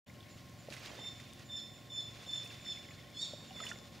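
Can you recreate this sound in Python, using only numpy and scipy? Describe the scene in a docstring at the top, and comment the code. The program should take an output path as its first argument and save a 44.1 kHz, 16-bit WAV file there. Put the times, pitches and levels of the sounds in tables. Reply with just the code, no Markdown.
"""A bird repeats a thin whistled call that ends hoarsely, over wavelets on a sheltered sandy shore.
A second bird pips evenly farther off; both echo among trees. The wavelets fizz (noise, small bubbles),
trickle and gurgle (ringing bubbles), with plops of trapped air, small splashes and ticks of foam.
A distant boat engine throbs as a stack of wavering orders above the noise of open air and far water."""
import sys
import numpy as np
from scipy import signal
from scipy.fft import rfft, irfft
from scipy.io import wavfile
from scipy.ndimage import uniform_filter1d

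SR = 44100
rng = np.random.default_rng(int(sys.argv[2]) if len(sys.argv) > 2 else 0)


def unload_wav(signal):
    """Save mono or channel-first audio to the path in sys.argv[1] as 16-bit WAV at rate SR, clipped to [-1, 1]."""
    wavfile.write(
        sys.argv[1],
        SR,
        np.round(np.clip(np.atleast_2d(signal).T, -1, 1) * 32767).astype(np.int16),
    )


N = 176400
T = np.arange(N) / SR


def from_db(db):
    """Decibels to gain."""
    return 10 ** (np.asarray(db) / 20)


def unit_rms(x):
    """Scale to rms 1."""
    return x / np.sqrt(np.mean(x ** 2) + 1e-20)


def in_time(rows):
    """Interpolate (t/s, value) rows at every sample."""
    return np.interp(T, *np.transpose(rows))


def at_hz(rows, hz):
    """Interpolate (f/Hz, value) rows on a log-frequency axis."""
    row_hz, values = np.transpose(rows)
    return np.interp(np.log(hz), np.log(row_hz), values)


def pan(db):
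    """Stereo gains for a left-minus-right level, steady or moving."""
    return from_db(np.array([[1], [-1]]) * db / 2)


def drift(corner_hz):
    """Low-passed random control signal, rms 1."""
    pole = np.exp(-40 * np.pi * corner_hz / SR)   # runs at SR / 20
    slow = signal.lfilter([1], [1, -2 * pole, pole * pole], rng.standard_normal(N // 20 + 4002))[4000:]
    return np.interp(np.arange(N) / 20, np.arange(len(slow)), unit_rms(slow))


def noise(spectrum):
    """Partly coherent stereo noise of a given colour, rms 1."""
    # f/Hz, left-right coherence
    coherence = [(25, 0.6), (70, 1), (250, 0.52), (1000, 0.75), (3000, 0.99), (7000, 0.96), (12000, 1)]
    hz = np.maximum(np.arange(N // 2 + 1) * SR / N, 1)
    alike = np.clip(at_hz(coherence, hz), 0, 1)
    mid, side = rfft(rng.standard_normal((2, N))) * from_db(at_hz(spectrum, hz))
    return unit_rms(irfft(np.sqrt(1 + alike) * mid + np.sqrt(1 - alike) * side * [[1], [-1]], N))


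def tree_echo(x, delay_s=0.021, near_t60_s=0.28, tail_t60_s=1.35, tail_db=-9, width=0.23, evenness=0.55):
    """Quick flurry from the nearest trunks, then a faint tail; the many paths even out the fading."""
    x, t = np.atleast_2d(x), T[:SR]
    decay = (from_db(-60 * t / near_t60_s) + from_db(tail_db - 60 * t / tail_t60_s)) * (t > delay_s)
    decay /= np.sqrt(np.sum(decay ** 2))
    mid, side = signal.fftconvolve(x, rng.standard_normal((2, SR)) * decay, axes=1)[:, :N]
    expected_power = np.abs(signal.fftconvolve(np.mean(x ** 2, axis=0), decay ** 2)[:N])
    power = np.abs(uniform_filter1d(mid ** 2, size=300))
    levelling = ((expected_power + 1e-16) / (power + 1e-16)) ** (evenness / 2)
    return np.sqrt(2) * (mid * levelling + width * side * [[1], [-1]])


def bubble_cloud(colour, per_s, low_hz, high_hz, bands=24, t60_cycles=10, spread_db=7, scatter_db=6):
    """Bubbles of random strength and place, each a damped resonance; rms 1."""
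    out = np.zeros((2, N))
    for hz in np.geomspace(low_hz, high_hz, bands):
        chance, size, place = rng.random((3, N))
        born = np.flatnonzero(chance < per_s / bands / SR)
        strength_db = spread_db * np.minimum(-np.log(size[born]), 4)
        kicks = np.full((2, N), 1e-18)
        kicks[:, born] = from_db(strength_db + scatter_db * (2 * place[born] - 0.5) * [[1], [-1]])
        pole, step_rad = from_db(-60 * hz / (t60_cycles * SR)), 2 * np.pi * hz / SR
        ring = signal.lfilter([1, 0, -1], [1, -2 * pole * np.cos(step_rad), pole * pole], kicks)
        out += from_db(at_hz(colour, hz)) * step_rad * ring
    return unit_rms(out)


def open_air(level_db=-58):
    """Steady noise of open air and far water."""
    # f/Hz, relative density/dB
    colour = [(25, -20), (45, -11), (75, -5.5), (120, 0), (200, -9), (270, -8), (400, -13.5), (590, -16.5),
              (730, -11), (900, -25), (1100, -14.5), (1280, -35), (1400, -18), (1550, -25), (1850, -18),
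              (2800, -25), (4400, -24.5), (7000, -30), (8600, -33.5), (15500, -34.5)]
    return from_db(level_db) * noise(colour)


def boat(throb_db=-57.5, waver_db=2.5, smear_rad=2):
    """Engine orders, phase-scattered by distance and wavering over the water, plus faint whines."""
    # t/s, cycle rate/Hz
    speed = [(0, 21.9), (.6, 22.0), (1.15, 22.3), (1.4, 22.0), (1.85, 21.95), (2.6, 22.3), (3.33, 22.45),
             (4, 22.25)]
    # order, relative level/dB
    orders = [(3, -15), (4, -4), (5, 1), (6, 1), (7, -1.5), (8, -2), (10, -0.5), (11, -9), (12, -7),
              (13, -7.5), (14, -13), (15, -15.5), (16, -7.5)]
    # f/Hz, level/dB, wander/Hz
    whines = [(532, -76.5, 1.57), (573.7, -75, 4.14), (591.7, -72, 4.96), (1070.5, -72.5, 1.46)]
    phase = 2 * np.pi * np.cumsum(in_time(speed)) / SR
    throb, whine = np.zeros((2, N))
    for order, db in orders:
        gain = from_db(db + waver_db * drift(3.4))
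        throb += gain * np.sin(order * phase + smear_rad * rng.uniform(-0.91, 1) + 0.18 * drift(1.9))
    for hz, db, wander_hz in whines:
        gain = from_db(db + 2 * drift(11.6))
        whine += gain * np.sin(2 * np.pi * np.cumsum(hz + wander_hz * drift(9.3)) / SR)
    return from_db(throb_db) * unit_rms(throb) + np.sqrt(2) * whine


def far_bird(offset_s=0.29, period_s=0.288, pip_s=0.053, top_hz=7300, fall_hz_per_s=7300):
    """Faint, high, falling pips at an even pace, echoed by the trees."""
    t = (T - offset_s) % period_s
    pitch_hz = top_hz - fall_hz_per_s * t + 30 * drift(52.3)
    envelope = from_db(-62) * np.sin(np.pi * np.minimum(t / pip_s, 1))
    pips = envelope * np.sin(2 * np.pi * np.cumsum(pitch_hz) / SR)
    return pips + from_db(-5.5) * tree_echo(pips)


def foam(wash_db, per_s=69, boost_db=5, spread_db=3.5, decay_s=0.00011, band_hz=(3480, 12000)):
    """Sparse ticks of bursting foam; their level follows the wash."""
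    chance, size, place = rng.random((3, N))
    strength_db = wash_db + boost_db + spread_db * np.minimum(-np.log(size + 1e-9), 3)
    clicks = (chance < per_s / SR) * from_db(strength_db) * pan(3 * (2 * place - 1))
    burst = rng.standard_normal(SR // 200) * np.exp(-T[:SR // 200] / decay_s)
    ticks = signal.fftconvolve(clicks, burst[None] / np.abs(burst).max(), axes=1)[:, :N]
    return signal.sosfilt(signal.butter(1, band_hz, "band", fs=SR, output="sos"), ticks)


def spray(roughness_db=4.2):
    """Small splashes: rough, fast-decaying bursts of band noise."""
    # t/s, level/dB, decay/s, low edge/Hz, high edge/Hz
    splashes = [(0.709, -60, .006, 900, 9000), (.726, -55, 0.04, 1800, 9000),
                (1.201, -53, 0.0027, 1800, 7260), (1.334, -53, .0022, 3000, 8950),
                (2.444, -56.5, 0.015, 2570, 11400), (3.103, -58, .0018, 4000, 9000),
                (3.602, -50, 0.0054, 1000, 4000), (3.653, -52.5, 0.0088, 1200, 12000),
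                (3.668, -55, 0.0051, 2500, 12000), (3.688, -47.5, 0.021, 4600, 7400),
                (3.758, -67, .004, 1500, 5000)]
    out = np.zeros(N)
    for start_s, db, decay_s, low_hz, high_hz in splashes:
        band = signal.butter(2, [low_hz, high_hz], "band", fs=SR, output="sos")
        envelope = from_db(db) * (T > start_s) * np.exp(-np.minimum(np.abs(T - start_s) / decay_s, 20))
        out += envelope * unit_rms(signal.sosfilt(band, rng.standard_normal(N)))
    return out * from_db(roughness_db * drift(330))


def wavelets(wash_db, hiss_db=1.5, bubbles_db=-8, fizz_pan_share=0.33):
    """Fizz and spray on the sand, trickle between the grains, gurgle in deeper water."""
    # f/Hz, relative level/dB
    fizz_colour = [(500, -12), (1200, -4), (2400, -0.5), (4200, -1.5), (6500, -7), (9000, -19),
                   (15000, -26)]
    trickle_colour = [(1100, -13), (2200, 0.5), (3400, -2.5)]
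    gurgle_colour = [(380, 4.5), (600, 2.5), (780, 0.5), (1100, -8.5), (1500, -9.5)]
    # t/s, level/dB
    trickle_level = [(0, -63.5), (.6, -75.5), (.9, -58.5), (1.3, -68), (1.7, -67), (2.2, -67.5), (2.9, -60),
                     (3.1, -64.5), (3.5, -69), (3.66, -52), (3.8, -78), (4, -85)]
    gurgle_level = [(0, -71), (.66, -73), (.72, -58), (.8, -63), (.99, -54.5), (1.1, -68.5), (1.6, -74.5),
                    (2.3, -62), (2.8, -71.5), (3.2, -66), (3.55, -62), (3.67, -55.5), (3.8, -64),
                    (4, -62.5)]
    # where the water breaks: t/s, left minus right/dB
    water_side = [(0, -0.5), (.85, -11.5), (1.5, -7), (2.9, -5), (3.65, -7), (4, -2.5)]
    fizz = from_db(hiss_db + 2.4 * drift(21)) * noise(fizz_colour)
    fizz += from_db(bubbles_db) * bubble_cloud(fizz_colour, per_s=400, low_hz=1360, high_hz=10100)
    trickle = bubble_cloud(trickle_colour, per_s=260, low_hz=1057, high_hz=3624,
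                           bands=18, t60_cycles=113, spread_db=1.5)
    gurgle = bubble_cloud(gurgle_colour, per_s=380, low_hz=380, high_hz=1470, bands=14, spread_db=2.5)
    bubbling = from_db(in_time(trickle_level)) * trickle + from_db(in_time(gurgle_level)) * gurgle
    on_sand = from_db(wash_db) * fizz + spray()   # spread along the shore, so panned less
    side_db = in_time(water_side)
    return pan(fizz_pan_share * side_db) * on_sand + pan(side_db) * bubbling


def plops(chirp=0.024, echo_db=-19.5):
    """Trapped air pockets ring briefly and rise in pitch."""
    # t/s, peak/dB, f/Hz, T60/cycles, left minus right/dB
    pockets = [(.099, -50, 2100, 47, -2), (.206, -47.5, 3500, 54, -3.5), (.685, -36.5, 557, 8.9, -.5),
               (0.708, -47, 270, 5.4, -2), (0.724, -43, 2630, 46, -12), (.725, -49.5, 1770, 35, -16),
               (.766, -44, 2030, 45, -3), (.779, -48, 2540, 30, -8), (.903, -48, 1050, 21, -5),
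               (.933, -47, 630, 8.6, -7), (.982, -48.5, 560, 16, -6), (.99, -45.5, 800, 13, -4.5),
               (1.033, -51.5, 756, 21, -11), (1.199, -45.5, 2010, 24, 2), (2.461, -47, 2570, 44, -10),
               (2.504, -45.5, 2670, 44, -3), (2.511, -51, 1670, 24, -5), (2.598, -47, 2490, 32, 2),
               (2.663, -45.5, 1930, 15, 4), (2.773, -44.5, 2170, 39, 3), (2.888, -46, 2040, 25, .5),
               (2.908, -45, 2160, 20, 0), (2.99, -51, 2080, 40, 0), (3.334, -38.5, 580, 15, 0),
               (3.507, -49.5, 754, 92, -7), (3.508, -47.5, 2880, 44, -7), (3.591, -51, 1930, 46, -14),
               (3.602, -39.5, 1278, 46, -8.5), (3.612, -48.5, 645, 17, -13), (3.637, -42.5, 1850, 31, -16),
               (3.667, -39, 2930, 113, -9.5), (3.688, -48, 5000, 98, -4), (3.703, -47.5, 654, 24, -5),
               (3.714, -36.5, 1760, 34, -8), (3.715, -41, 1410, 65, -8), (3.72, -43.5, 2800, 35, -7),
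               (3.758, -51, 2100, 45, -8)]
    out = np.zeros((2, N))
    for start_s, db, hz, t60_cycles, side_db in pockets:
        span = (T >= start_s) & (T < start_s + 2 * t60_cycles / hz)
        cycles = (T[span] - start_s) * hz
        envelope = from_db(-60 * cycles / t60_cycles) * (1 - np.exp(-cycles ** 2))
        ring = envelope * np.sin(2 * np.pi * cycles * (1 + chirp * cycles / t60_cycles))
        out[:, span] += pan(side_db) * from_db(db) * ring / np.abs(ring).max()
    return out + from_db(echo_db) * tree_echo(out)


def near_bird(attack_s=0.02, release_s=0.016, settle_s=0.01295, break_s=0.01, side_db=-2):
    """Each whistle swells on a near-level pitch, then drops and breaks into a husky rasp."""
    # t/s, length/s, fundamental/Hz, level/dB, peak time/length, swell/dB, bend/fundamental,
    # drop/fundamental, undertone gain/dB, hoarseness 0-1, overtone gain/dB
    calls = [(0.972, 0.12, 1774, -41.5, 1, 14, 0.013, 0.0085, -32, 0.1, -0.5),
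             (1.486, .117, 1771, -35.5, 0.88, 16, 0.0062, 0.04, -40, 0, -4.5),
             (1.893, 0.13, 1754, -38, .74, 12, 0.0076, 0.049, -26, 0.07, -3),
             (2.255, 0.14, 1757, -40, 0.66, 7.5, 0.011, 0.052, -17, .06, -1.5),
             (2.64, 0.092, 1759, -39, 0.92, 11, 0.0074, 0.031, -12.5, 0.08, -.5),
             (3.129, 0.13, 1710, -38.5, 0.64, 20.5, .083, 0.074, -3.5, 0.4, -0.5),
             (3.522, 0.14, 1752, -41, 0.92, 15, 0.0038, 0.013, -11, 0, 0)]
    # harmonic number, level/dB; the second is the whistle
    partials = [(1, -31.5), (2, -2.5), (3, -14.5), (4, -14.5), (5, -38), (6, -37)]
    # multiple of half the fundamental, level/dB
    undertones = [(5, -8.5), (7, -28), (9, -23), (11, -30.5)]
    # rush of air in the rasp: f/Hz, relative density/dB
    husk_colour = [(2500, -38), (3300, 3), (4300, 13.5), (5500, -21), (6900, 14), (9000, -41), (14000, -40)]
    flutter_db, husk_db, sag_db_per_length = 3.33, -1, 7.5
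    registers = np.zeros((3, N))   # whistle, middle overtones, top overtones
    echo_db = (-8, -5.5, -6)
    jitter = 0.028 * drift(340)
    flutters = [flutter_db * drift(60) for _ in partials + undertones]
    husk = from_db(husk_db) * noise(husk_colour)[0]
    for start_s, length_s, hz, db, peak_at, swell_db, bend, drop, under_db, hoarse, over_db in calls:
        span = (T >= start_s) & (T < start_s + length_s + release_s)
        t = T[span] - start_s
        progress = t / length_s
        ending = np.exp(np.minimum(t - length_s, 0) / break_s)
        rasp = hoarse * progress ** 2 + 0.25 * ending
        sharp_onset = 0.0396 * np.exp(-t / settle_s)
        arch = bend * np.exp(-((progress - 0.78) / 0.28) ** 2)
        pitch_hz = hz * (1 + sharp_onset + arch - drop * ending + rasp * jitter[span])
        phase = 2 * np.pi * np.cumsum(pitch_hz) / SR
        rise_db = swell_db * np.maximum(1 - progress / peak_at, 0)
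        sag_db = sag_db_per_length * np.maximum(progress - peak_at, 0)
        gate = np.minimum(t / attack_s, 1) * np.clip((length_s + release_s - t) / (2 * release_s), 0, 1)
        envelope = from_db(db - rise_db - sag_db) * gate
        lines = [(k, line_db + over_db * (k > 2)) for k, line_db in partials]
        lines += [(k / 2, line_db + under_db) for k, line_db in undertones]
        for (k, line_db), flutter in zip(lines, flutters):
            tone = np.sqrt(2) * from_db(line_db + flutter[span]) * np.sin(k * phase)
            registers[(k > 2) + (k > 3), span] += envelope * (1 - ending / 2) * tone
        registers[0, span] += envelope * rasp * husk[span]
    return pan(side_db) * sum(part + from_db(db) * tree_echo(part) for part, db in zip(registers, echo_db))


def scene():
    """Birds, boat and water over the open air."""
    # wavelets running up the sand: t/s, level/dB
    wash = [(0, -70), (.66, -64.5), (.74, -55), (.8, -58.5), (.93, -53.5), (1.05, -63), (1.3, -62.5),
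            (1.6, -70.5), (2.0, -69), (2.17, -58.5), (2.35, -60), (2.5, -59.5), (2.65, -61.5), (2.85, -64),
            (3.1, -68.5), (3.55, -63), (3.66, -56.5), (3.78, -64), (4, -65)]
    wash_db = in_time(wash)
    return near_bird() + far_bird() + boat() + wavelets(wash_db) + plops() + foam(wash_db) + open_air()


def record(dry, start_s=0.061, fade_s=0.018, cutoff_hz=15700):
    """Quick fade-in after a moment of near silence; steep low-pass."""
    fade_in = np.clip((T - start_s) / fade_s, 0.002, 1)
    return signal.sosfilt(signal.ellip(12, 0.1, 70, cutoff_hz, fs=SR, output="sos"), dry * fade_in)


dry = scene()
out = record(dry)
unload_wav(out)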